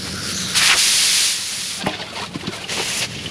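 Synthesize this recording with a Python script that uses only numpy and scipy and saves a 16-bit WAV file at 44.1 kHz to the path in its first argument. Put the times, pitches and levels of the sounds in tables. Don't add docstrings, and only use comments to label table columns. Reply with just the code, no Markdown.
import sys
import numpy as np
from scipy import signal
from scipy.fft import rfft, irfft
from scipy.io import wavfile

SR = 44100
rng = np.random.default_rng(int(sys.argv[2]) if len(sys.argv) > 2 else 0)


def wav_out(sig):
    wavfile.write(sys.argv[1], SR, np.round(np.clip(np.atleast_2d(sig).T, -1, 1) * 32767).astype(np.int16))


N = 145530
T = np.arange(N) / SR
HZ = np.maximum(np.arange(N // 2 + 1) * SR / N, 1)


def from_db(db):
    return 10 ** (np.asarray(db) / 20)


def rms_one(x):
    return x / np.sqrt(np.mean(x ** 2) + 1e-20)


def in_time(rows):
    s, *columns = np.transpose(rows)
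    return [np.interp(T, s, c) for c in columns]


def level(rows):
    outside = np.maximum(rows[0][0] - T, 0) + np.maximum(T - rows[-1][0], 0)
    fade_s = .012
    return from_db(in_time(rows)[0]) * np.exp(-outside / fade_s)


def colour(x, points):
    hz, db = np.transpose(points)
    gain = from_db(np.interp(np.log(HZ), np.log(hz), db))
    return irfft(rfft(x) * gain, N)


def drift(rate):
    return rms_one(irfft(rfft(rng.standard_normal(N)) / (1 + (HZ / rate) ** 2), N))


def rush(points, flutter_db, rate):
    flutter = from_db(flutter_db * drift(rate))
    return rms_one(colour(rng.standard_normal(N) * flutter, points))


def grains(per_s, spread_db):
    excess = np.minimum(rng.exponential(1, N), 4)
    sizes = from_db(spread_db * excess) * rng.choice([-1, 1], N)
    return sizes * (rng.random(N) < per_s / SR)


def ring(x, hz, t60):
    radius = from_db(-60 / (t60 * SR))
    w = 2 * np.pi * hz / SR
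    return signal.lfilter([0, np.sin(w)], [1, -2 * radius * np.cos(w), radius * radius], x + 1e-18)


def whistle(hz, width_hz):
    phase = 2 * np.pi * np.cumsum(hz) / SR
    return rms_one(drift(width_hz / 2) * np.cos(phase) + drift(width_hz / 2) * np.sin(phase))


def swell(s, rise_s):
    age = np.maximum(T - s, 0)
    return age, age / rise_s * np.exp(1 - age / rise_s)


def fade(s, hold_s, fall_s):
    return (T >= s) * np.exp(-np.maximum(T - s - hold_s, 0) / fall_s)


def jet():
    # t/s, level/dB
    air_level = [(.543, -47), (.555, -19), (.577, -12), (.6, -19.5), (.66, -14), (.745, -21.5), (.79, -14),
                 (1.26, -15.5), (1.33, -19.5), (1.39, -24.5), (1.7, -25), (1.8, -29), (1.84, -59)]
    # f/Hz, level/dB
    air_colour = [(300, -20.5), (800, -18.5), (1300, -13), (2200, -4.5), (4500, 0.5), (6700, -3.5),
                  (8300, -7.5), (9250, -2.5), (10400, -6.5), (12000, -17), (14000, -26), (16000, -37)]
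    # t/s, level/dB, resonance f/Hz
    spit = [(.551, -21, 4640), (.577, -18, 4596), (.6, -18, 2800), (.62, -15.5, 1900), (.66, -18.5, 2598),
            (.708, -12, 2740), (.73, -13.5, 2130), (.752, -19.5, 1043), (.775, -29, 913)]
    # f/Hz, level/dB
    spit_colour = [(200, -17), (600, -12.5), (1200, 1), (2200, 2.5), (5000, -2.5), (7500, -16),
                   (14000, -48)]
    resonance_width_hz, resonance_db = 1370, -2

    air = rush(air_colour, flutter_db=0.33, rate=220)
    resonance = whistle(in_time(spit)[1], resonance_width_hz)
    wet = rush(spit_colour, flutter_db=1.3, rate=260) + from_db(resonance_db) * resonance
    return level(air_level) * air + level(spit) * rms_one(wet)


def leak():
    # t/s, level/dB
    hiss_level = [(0, -30.5), (.215, -30), (.23, -27), (.31, -20.5), (.34, -27.5), (.43, -25), (.46, -28),
                  (.5, -22.5), (.55, -26)]
    # f/Hz, level/dB
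    hiss_colour = [(300, -22), (500, -3), (950, -20), (1380, 5.5), (1900, -2), (4500, 0.5), (7200, -4),
                   (8600, -8), (9700, 0), (11500, -11), (15500, -31)]
    # t/s, lower f/Hz, lower level/dB, upper f/Hz, upper level/dB
    whistles = [(0, 4360, -36, 5100, -34.5), (.2, 4550, -39.5, 5360, -35.5), (.24, 4750, -32, 5360, -30.5),
                (.31, 4500, -33, 5430, -36), (.37, 4300, -29, 6420, -26), (.45, 4040, -28.5, 6130, -31.5),
                (.53, 3700, -28.5, 5760, -35), (.6, 3630, -62, 5700, -60)]
    width_hz = 950
    hoot_s, hoot_db, hoot_length_s, hoot_hz, hoot_width_hz = .18, -32, 0.026, 1430, 200

    low_hz, low_db, high_hz, high_db = in_time(whistles)
    tones = from_db(low_db) * whistle(low_hz, width_hz)
    tones = tones + from_db(high_db) * whistle(high_hz, width_hz)
    hoot_shape = np.exp(-.5 * ((T - hoot_s) / hoot_length_s) ** 2)
    hoot = from_db(hoot_db) * hoot_shape * whistle(np.full(N, hoot_hz), hoot_width_hz)
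    hiss = level(hiss_level) * rush(hiss_colour, flutter_db=1.5, rate=91) * from_db(-3.0)
    return hoot + hiss + tones * (T < whistles[-1][0])


def tank(force):
    # f/Hz, level/dB, t60/s
    modes = [(194, -4, 0.089), (309, -3.5, 0.24), (420, -8, 0.15), (613, 1.5, 0.12), (690, -7, 0.13),
             (770, -4, 0.19), (872, -5, 0.13), (1030, -8, 0.21), (1900, -12, 0.19)]
    return sum((-1) ** k * from_db(db) * ring(force, hz, t60) for k, (hz, db, t60) in enumerate(modes))


def knock():
    # f/Hz, level/dB
    thud_colour = [(50, -7), (160, 3), (800, 2), (1200, -6), (3000, -0.5), (5000, -27)]
    landing_s, contact_s, fall_s, brightness_hz = 1.867, 0.013, .011, 3000
    ring_db, thud_db, crackle_db = -18.5, -22, -32

    blow = 1. * (np.arange(N) == int(landing_s * SR))
    dull = signal.butter(2, brightness_hz, fs=SR, output="sos")
    thud = signal.sosfilt(dull, colour(rng.standard_normal(N), thud_colour))
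    soil = from_db(thud_db) * rms_one(thud) + from_db(crackle_db) * grit()
    return from_db(ring_db) * tank(blow) + fade(landing_s, contact_s, fall_s) * soil


def cracks():
    # t/s, level/dB, f/Hz
    stones = [(1.822, -24.5, 3510), (1.862, -21.5, 1500), (1.866, -31.5, 9900), (1.892, -23.5, 3300),
              (1.938, -28, 2740), (2.408, -30, 2380), (2.47, -22.5, 3710)]
    rise_s, width_hz = .0025, 2000

    out = np.zeros(N)
    for s, db, hz in stones:
        _, shape = swell(s, rise_s)
        out += from_db(db) * shape * whistle(np.full(N, hz), width_hz)
    return out


def bumps():
    # t/s, level/dB, f/Hz
    contacts = [(1.837, -21, 210), (1.848, -17.5, 195), (1.867, -21, 160), (2.355, -21, 283),
                (2.358, -20.5, 146), (2.432, -25, 347), (2.455, -27, 300), (2.477, -17.5, 185),
                (2.487, -21.5, 355)]
    rise_s, ragged_db, low_cut_hz = 0.004, 2.5, 89

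    out = np.zeros(N)
    for s, db, hz in contacts:
        age, shape = swell(s, rise_s)
        out += from_db(db) * shape * np.sin(2 * np.pi * hz * age)
    ragged = out * from_db(ragged_db * drift(160))
    return signal.sosfilt(signal.butter(3, low_cut_hz, "high", fs=SR, output="sos"), ragged)


def grit():
    # f/Hz, level/dB
    grit_colour = [(150, -26), (400, 7.5), (750, -9.5), (1500, -7.5), (2600, 2), (4700, -0.5), (6000, -9),
                   (8500, -19), (9700, -17), (12000, -32), (15500, -45)]
    clump_db, clump_rate_hz = 1.8, 90
    clumps = from_db(clump_db * drift(clump_rate_hz))
    return rms_one(colour(grains(per_s=6000, spread_db=2.5) * clumps, grit_colour))


def shell():
    t60_s, taps_per_s = .08, 30
    pitches = np.geomspace(600, 4800, num=44) * rng.uniform(0.88, 1.03, size=44)
    return rms_one(sum(ring(grains(taps_per_s, spread_db=4.5), hz, t60_s) for hz in pitches))


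def scrape():
    # t/s, level/dB
    scrape_level = [(1.77, -47), (1.815, -26.5), (1.84, -32), (1.92, -29), (1.945, -27), (1.975, -31),
                    (2.02, -26), (2.045, -32.5), (2.148, -35), (2.165, -26.5), (2.24, -26.5), (2.29, -39.5),
                    (2.33, -42), (2.348, -29.5), (2.38, -40), (2.45, -34), (2.476, -29), (2.492, -33.5),
                    (2.515, -37), (2.535, -28), (2.58, -32.5), (2.62, -32), (2.67, -40)]
    # t/s, f/Hz
    note_pitch = [(1.94, 720), (2.035, 669), (2.06, 1093), (2.49, 1131), (2.53, 620)]
    note_width_hz, note_db, shell_db = 75, -13, 0

    rasp = grit()
    note = whistle(in_time(note_pitch)[0], note_width_hz)
    return level(scrape_level) * rms_one(rasp + from_db(shell_db) * shell() + from_db(note_db) * note)


def water():
    # t/s, level/dB
    spurt_level = [(2.66, -51), (2.698, -24), (2.78, -24.5), (2.83, -22), (2.85, -27), (2.89, -24),
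                   (3.0, -26.5), (3.025, -18.5), (3.048, -21.5), (3.07, -36), (3.15, -32.5), (3.3, -34.5)]
    # f/Hz, level/dB
    spurt_colour = [(200, -20), (450, -3), (1000, -7.5), (1550, -8), (2100, 0.5), (2450, -0.5), (2680, 5),
                    (3600, -1), (4700, -0.5), (6800, -6.5), (8500, -17), (9700, -10.5), (12000, -24),
                    (15500, -42)]
    # t/s, level/dB
    spray_level = [(2.68, -64), (2.72, -32), (2.8, -33), (2.9, -27.5), (3.0, -24), (3.05, -47)]
    # f/Hz, level/dB
    spray_colour = [(3000, -11), (6500, -0.5), (8700, -5.5), (9600, -1.5), (12000, -14.5), (15500, -31)]
    # t/s, level/dB, length/s
    gulp_rows = [(2.717, -28.5, 0.016), (2.781, -21.5, 0.01), (2.803, -28, 0.0085), (2.83, -25, 0.008)]
    # f/Hz, level/dB
    gulp_colour = [(120, -13), (400, 4), (900, -1), (1500, -5), (2200, 2.5), (4000, -41)]
    bubbles_per_s, bubble_cycles, bubble_db = 600, 53, -10.5

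    splash = rms_one(colour(grains(per_s=12000, spread_db=1.5), spurt_colour))
    pitches = np.geomspace(1900, 5200, num=16)
    bubbles = np.zeros(N)
    for hz in pitches:
        births = grains(bubbles_per_s / len(pitches), spread_db=3.0)
        bubbles += ring(births, hz, bubble_cycles / hz)
    spurt = level(spurt_level) * (splash + from_db(bubble_db) * rms_one(bubbles))
    gulps = sum(from_db(db) * np.exp(-.5 * ((T - s) / length) ** 2) for s, db, length in gulp_rows)
    spray = level(spray_level) * rush(spray_colour, flutter_db=1.3, rate=89)
    return spurt + gulps * rush(gulp_colour, flutter_db=4.0, rate=100) + spray


def plinks():
    # t/s, level/dB, f/Hz
    drops = [(2.64, -24.5, 2890), (3.147, -29, 2663), (3.187, -28, 3040), (3.258, -20, 3010)]
    rise_s, splash_width_hz, splash_db = 0.0035, 1100, -4.5

    out = np.zeros(N)
    for s, db, hz in drops:
        age, shape = swell(s, rise_s)
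        tone = 0.72 * np.sin(2 * np.pi * hz * age)
        splash = from_db(splash_db) * whistle(np.full(N, hz), splash_width_hz)
        out += from_db(db) * shape * (tone + splash)
    return out


def background():
    # t/s, level/dB
    hum_level = [(0, -32), (.3, -31), (.55, -35), (.8, -43), (1.4, -45), (1.8, -41.5), (2.3, -38),
                 (3.0, -35.5), (3.3, -32.5)]
    # f/Hz, level/dB
    hum_colour = [(20, -25), (60, -13.5), (85, -3), (125, -4.5), (178, 4), (260, -6), (450, -8), (900, -26),
                  (5000, -52)]
    # f/Hz, level/dB
    hum_lines = [(86, -14.5), (114, -10), (192, -11.5)]
    # f/Hz, level/dB
    air_colour = [(300, -3), (1200, 3.5), (3000, 5), (8000, -3.5), (9800, -2), (12000, -14), (15500, -41)]
    air_db = -38

    lines = np.zeros(N)
    for hz, db in hum_lines:
        wavering_hz = hz * (1 + 0.0295 * drift(18.2))
        lines += from_db(db) * np.sqrt(2) * np.sin(2 * np.pi * np.cumsum(wavering_hz) / SR)
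    rumble = from_db(-1) * rush(hum_colour, flutter_db=1.4, rate=16)
    air = from_db(air_db) * rush(air_colour, flutter_db=4.0, rate=10)
    return level(hum_level) * (rumble + lines) + air


def scene():
    # delay t/s, level/dB
    echo_rows = [(.0031, -33), (.0074, -20.5), (0.0136, -19)]
    # f/Hz, level/dB
    side_colour = [(50, -38), (400, -42.5), (10000, -54.5), (11000, -25), (12000, 1)]

    near = leak() + jet() + scrape() + water()
    echoes = sum(from_db(db) * np.interp(T - s, T, near, left=0) for s, db in echo_rows)
    mid = from_db(-0.78) * (near + echoes) + knock() + cracks() + bumps() + plinks() + background()
    scrambled = np.real(signal.hilbert(mid) * np.exp(2j * np.pi * drift(20)))
    side = colour(scrambled, side_colour)
    return np.array([mid + side, mid - side])


def record(dry):
    peak_limit, cutoff_hz = .95, 15750
    dip_hz, dip_width_hz, dip_db = 8570, 200, -3.5

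    rounded = dry / (1 + (dry / peak_limit) ** 6) ** (1 / 6)
    dip = from_db(dip_db * np.exp(-.5 * ((HZ - dip_hz) / dip_width_hz) ** 2))
    steep_cut = 1 / np.sqrt(1 + (HZ / cutoff_hz) ** 400)
    return irfft(rfft(rounded) * dip * steep_cut, N)


dry = scene()
out = record(dry)
wav_out(out)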